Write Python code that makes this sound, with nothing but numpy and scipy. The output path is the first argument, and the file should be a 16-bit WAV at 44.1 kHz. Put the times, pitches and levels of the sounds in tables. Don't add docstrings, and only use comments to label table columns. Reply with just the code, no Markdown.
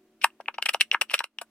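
import sys
import numpy as np
from scipy import signal
from scipy.fft import rfft, irfft, next_fast_len
from scipy.io import wavfile

SR = 44100
rng = np.random.default_rng(int(sys.argv[2]) if len(sys.argv) > 2 else 0)


def pcm_store(signal):
    levels = np.round(np.clip(np.atleast_2d(signal), -1, 1) * 32767)
    wavfile.write(sys.argv[1], SR, levels.astype(np.int16).T)


N = 66150
T = np.arange(N) / SR
SIZE = next_fast_len(2 * N)
HZ = np.maximum(np.arange(SIZE // 2 + 1) * SR / SIZE, 1)


def from_db(db):
    return 10 ** (np.asarray(db) / 20)


def rms_one(x):
    return x / np.sqrt(np.mean(x ** 2))


def at_hz(points):
    hz, value = np.transpose(points)
    return np.interp(np.log(HZ), np.log(hz), value)


def filtered(x, response):
    return irfft(rfft(x, SIZE) * response, SIZE)[..., :N]


def colour(points):
    gain = rms_one(from_db(at_hz(points)))
    cepstrum = irfft(np.log(gain), SIZE)
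    keep_first_half = 1 + np.sign(np.fft.fftfreq(SIZE))
    return np.exp(rfft(cepstrum * keep_first_half))


def wander(rate_hz):
    return np.interp(T * rate_hz, np.arange(N), rng.standard_normal(N))


# frequency in Hz, likeness (1 same, 0 unrelated).
LEFT_RIGHT_LIKENESS = [(200, 1), (1500, 0.88), (3000, 0.15), (6000, 0), (15000, 0)]


def diffuse_noise():
    alike = at_hz(LEFT_RIGHT_LIKENESS)
    mid, side = rng.standard_normal((2, N))
    mid = filtered(mid, np.sqrt((1 + alike) / 2))
    side = filtered(side, np.sqrt((1 - alike) / 2))
    return mid + np.array([side, -side])


# frequency in Hz, starting rms level in dB, fade in dB per second.
HUM_TONES = [(222.3, -72, 1.5), (332.7, -75, 3.5), (325, -76, 4.5), (376, -68, 13.5), (600, -81, 0),
             (720, -82, 4.5)]
# frequency in Hz, relative level in dB per Hz.
AIR_COLOUR = [(25, -15.5), (80, -18), (150, -14.5), (300, 0), (500, -12), (900, -16.5), (2700, -20),
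              (5000, -25.5), (15000, -30)]
# time in seconds, gain in dB.
BACKGROUND_LEVEL = [(0, 0), (.25, 0), (.55, 0), (1.05, 1), (1.3, -11), (1.5, 1.5)]
HUM_WAVER_DB, AIR_DB = 2, -69.5


def background():
    hum = 0
    for hz, db, fade in HUM_TONES:
        level = from_db(db - fade * T + HUM_WAVER_DB * wander(16))
        phase = 2 * np.pi * (hz * T + rng.random()) + .4 * wander(30)
        hum = hum + level * np.sqrt(2) * np.sin(phase)
    air = from_db(AIR_DB) * filtered(diffuse_noise(), colour(AIR_COLOUR))
    return from_db(np.interp(T, *np.transpose(BACKGROUND_LEVEL))) * (hum + air)


SNAPS_PER_S, SNAP_SHARE = 1300, 0.55


def crackle():
    rate = SNAPS_PER_S * np.exp(.5 * wander(SNAPS_PER_S))
    torn_so_far = np.floor(np.cumsum(rate) / SR)
    snaps = rms_one(np.diff(torn_so_far, prepend=0) * rng.choice([-1, 1], N))
    rush = rng.standard_normal(N)
    return np.sqrt(SNAP_SHARE) * snaps + np.sqrt(1 - SNAP_SHARE) * rush


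# time of the peak in seconds, rise in seconds, fall in seconds,
# then the level in dB of the nozzle note, of the hiss and of the wet gurgle.
AIR_SPITS = [(0.2176, .0025, 0.0041, -32, -58, -57.5), (0.232, 0.0068, 0.013, -40.5, -42.5, -57.5),
             (0.244, 0.003, .0022, -17.5, -21.5, -23), (0.41, 0.0052, 0.0031, -51, -65.5, -49),
             (0.4815, 0.0016, 0.0075, -52, -57, -36), (0.5427, 0.0015, 0.0065, -40.5, -67, -48),
             (0.5838, 0.00077, 0.002, -34.5, -55, -41), (0.6258, 0.0021, 0.0014, -20.5, -31, -37.5),
             (0.658, 0.0015, 0.0053, -24, -30.5, -31), (0.6934, 0.004, 0.0022, -19.5, -29, -32),
             (0.739, 0.0038, 0.0048, -35, -32, -45.5), (0.746, 0.0023, 0.0015, -21.5, -35.5, -27.5),
             (0.8098, 0.0037, 0.0029, -17.5, -23.5, -32), (0.8143, 0.0033, 0.0023, -15, -35, -50),
             (0.915, 0.00065, 0.0005, -19.5, -55.5, -36.5), (0.932, 0.006, 0.0064, -34.5, -40, -38.5),
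             (0.946, 0.0044, .004, -39, -53, -29.5), (1.0128, 0.00069, 0.0026, -18, -24, -24),
             (1.0194, 0.0021, 0.0022, -17.5, -26, -26.5), (1.114, 0.01, 0.0088, -34.5, -47.5, -46.5),
             (1.1407, 0.0034, 0.0046, -19, -26.5, -25.5), (1.15, 0.004, 0.0079, -29, -38, -64),
             (1.18, 0.0013, 0.00355, -35, -54, -55), (1.1916, 0.00076, 0.00166, -19, -28, -38.5),
             (1.204, 0.0037, 0.0047, -34.5, -47, -37), (1.242, 0.0028, 0.0015, -30.5, -39, -35.5),
             (1.3864, 0.00037, 0.0011, -30, -48.5, -38.5), (1.416, 0.0019, 0.0035, -35.5, -36, -31.5)]
# frequency in Hz, relative level in dB per Hz.
NOZZLE_COLOUR = [(900, -39.5), (1600, -15), (2200, -8), (2750, -2.5), (3200, -10), (3800, -14),
                 (4900, -16.5), (5800, -13), (6500, -38), (9000, -45)]
HISS_COLOUR = [(2500, -22.5), (4000, 5.5), (5700, -11), (6600, -9), (7900, 8), (9200, 0), (10300, 2.5),
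               (12000, -8.5), (14500, 0.5), (15800, -13.5)]
GURGLE_COLOUR = [(30, -23.5), (150, -38.5), (300, -9.5), (550, 1), (900, 1.5), (1600, 2), (2300, -12),
                 (4000, -38)]
FLUTTER_DB, FLUTTER_HZ = 6, 1229
SPIT_SPREAD = 0.39
SPIT_ONSET_POWER = 1.32


def spits():
    rows = np.array(AIR_SPITS)
    shapes = []
    for peak_s, rise, fall in rows[:, :3]:
        before = np.abs((peak_s - T) / rise) ** SPIT_ONSET_POWER
        after = (T - peak_s) / fall
        shapes.append(np.exp(-np.minimum(np.where(T < peak_s, before, after), 20)))
    shapes = np.array(shapes)
    flutter = rms_one(from_db(FLUTTER_DB * np.tanh(wander(FLUTTER_HZ))))
    out = 0
    for levels_db, spectrum in zip(rows[:, 3:].T, (NOZZLE_COLOUR, HISS_COLOUR, GURGLE_COLOUR)):
        flow = np.sqrt(from_db(levels_db) ** 2 @ shapes ** 2)
        turbulence = np.sqrt(1 - SPIT_SPREAD) * crackle() + np.sqrt(SPIT_SPREAD) * diffuse_noise()
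        out = out + filtered(flow * flutter * turbulence, colour(spectrum))
    return out


# start in seconds,
# level in dB before the swell and muffling, pitch in Hz, cycles until the ring is 60 dB down.
BUBBLE_POPS = [(.2374, -16.5, 2470, 32), (0.242, -0.5, 2614, 23), (0.2445, -1.5, 1670, 12.7),
               (0.2449, 1.5, 869, 9.36), (.303, -45, 2703, 35), (0.4016, -11, 600, 3.66),
               (0.4589, -27.5, 2460, 15), (.4835, -6.5, 2450, 14.7), (0.4849, -18.5, 1520, 10.2),
               (0.4853, -10.5, 850, 7.8), (0.5814, -19.5, 1830, 6), (0.5838, -16.5, 2370, 10),
               (0.5847, -12, 850, 10.3), (0.6241, -10, 2950, 21), (0.659, -15, 2890, 22),
               (0.6606, -10.5, 3120, 37), (0.6641, -3, 2380, 9.6), (0.6867, -14.5, 3000, 20),
               (0.6914, -14, 1180, 5.4), (0.6908, -15.5, 570, 6.2), (0.692, -3.5, 2850, 14),
               (.738, -23, 2700, 31), (0.7452, -12.5, 2814, 24), (0.7467, -1.5, 711, 5.67),
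               (0.7998, -19.5, 2690, 20), (.8036, -19.5, 2760, 20), (0.8096, -8, 2070, 7.2),
               (0.8097, -0.5, 2960, 11.75), (0.8096, -2.5, 3990, 18), (.8133, -16.5, 2130, 14),
               (0.8162, -15.5, 3030, 13), (0.9151, 2, 2710, 15), (0.9259, -11, 2280, 5.7),
               (0.934, -10, 2330, 5), (0.9396, -5, 2160, 6.5), (0.945, 0, 2330, 9),
               (0.9471, 2.5, 1560, 6.6), (0.9476, -4.5, 890, 7.4), (1.0131, -8, 2710, 13),
               (1.0186, -12.5, 2580, 27), (1.019, -6, 960, 4.3), (1.0979, -15, 2750, 15.3),
               (1.1382, -9, 2460, 7.35), (1.1398, -4, 1680, 5.7), (1.138, -15, 735, 11.2),
               (1.1417, 4, 2740, 10), (1.1475, -17, 1340, 14), (1.192, -12, 3910, 24.2),
               (1.1906, -20, 2590, 21), (1.2037, -20, 2600, 13.8), (1.2054, -5.5, 1450, 6.95),
               (1.206, -12.5, 906, 9.7), (1.2410, -18.5, 2630, 24.6), (1.3868, -8, 2696, 10.2),
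               (1.4174, -19, 634, 6.4)]
POP_ATTACK_CYCLES, POP_RISE = 0.8, 0.048
POP_SNAP_HZ, POP_SNAP_CYCLES = 740, 0.45
POP_TOP_HZ = 4250


def pops():
    out = np.zeros(N)
    for start_s, db, hz, cycles in BUBBLE_POPS:
        turns = np.clip((T - start_s) * hz, 0, 2 * cycles)
        swell = 1 - np.exp(-(turns / POP_ATTACK_CYCLES) ** 2)
        dying = np.exp(-np.log(1000) * turns / cycles)
        climb = 1 + POP_RISE * turns / cycles
        snap = POP_SNAP_HZ / hz * POP_SNAP_CYCLES * (1 - np.exp(-turns / POP_SNAP_CYCLES))
        out += from_db(db) * swell * dying * np.sin(2 * np.pi * (turns * climb + snap))
    return signal.sosfilt(signal.butter(4, POP_TOP_HZ, fs=SR, output="sos"), out)


# frequency in Hz, gain in dB.
BOWL_RINGS = [(700, -23.5), (930, -10.5), (1150, -28.5), (1290, -8.5), (1410, -9), (1650, -7.5),
              (1800, -19), (2150, -18.5), (2810, -8.5), (2945, -8)]
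BOWL_T60_S = .07


def bowl(x):
    r = np.exp(-np.log(1000) / (BOWL_T60_S * SR))
    rings = 0
    for hz, db in BOWL_RINGS:
        resonator = [1, -2 * r * np.cos(2 * np.pi * hz / SR), r * r]
        rings = rings + from_db(db) * signal.lfilter([1, 0, -1], resonator, x)
    return (1 - r * r) / 2 * rings


ECHO_DB, ECHO_S, ECHO_CUT_HZ = -18.5, 0.0085, 1600


def echo(x):
    delay = np.exp(-2j * np.pi * HZ * ECHO_S)
    dulling = 1 / (1 + 1j * HZ / ECHO_CUT_HZ) ** 2
    return from_db(ECHO_DB) * filtered(x, delay * dulling)


# frequency in Hz, relative level in dB.
REFLECTION_COLOUR = [(100, -2), (500, -13), (1200, 3.5), (2700, -1.5), (5000, -1), (9000, 5.5),
                     (15000, 3.5)]
ROOM_DB, ROOM_T60_S, ROOM_DELAY_S = -9.5, 0.064, 0.0015
LATE_DB, LATE_T60_S = -42, .35


def room(x):
    tail = 0
    for db, t60 in ((ROOM_DB, ROOM_T60_S), (LATE_DB, LATE_T60_S)):
        decay = np.exp(-np.log(1000) * T / t60) * (T > ROOM_DELAY_S)
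        tail = tail + from_db(db) * rms_one(decay) / np.sqrt(N)
    reflections = rfft(tail * diffuse_noise(), SIZE)
    return filtered(x, reflections * colour(REFLECTION_COLOUR))


# frequency in Hz, left minus right in dB.
SIDE_BALANCE = [(300, 4.5), (900, 2), (2000, 3), (2800, 0.25), (4000, 3), (5900, 3.5), (7800, 3.5),
                (10400, 3), (14000, 0)]
# frequency in Hz, lead of the left in radians (negative lags).
LEFT_PHASE_LEAD = [(100, 1.2), (1000, -0.61), (2000, 0.48), (2800, 0.78), (3400, 2), (5000, 1.55),
                   (6600, 1.5), (7900, 4.5), (9000, 0.6), (10400, 0), (12000, 1), (14000, -4)]
LOW_CUT_HZ = 220


def scene():
    low_cut = signal.butter(1, LOW_CUT_HZ, "high", fs=SR, output="sos")
    glue = signal.sosfilt(low_cut, spits() + pops())
    near = glue + bowl(glue)
    left = from_db(at_hz(SIDE_BALANCE) / 2) * np.exp(.5j * at_hz(LEFT_PHASE_LEAD))
    direct = filtered(near, np.array([left, 1 / left]))
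    return direct + echo(near) + room(near) + background()


CUTOFF_HZ = 16200


def record(dry):
    rounded = dry / (1 + (dry / .97) ** 20) ** (1 / 20)
    return signal.sosfiltfilt(signal.butter(24, CUTOFF_HZ, fs=SR, output="sos"), rounded)


dry = scene()
out = record(dry)
pcm_store(out)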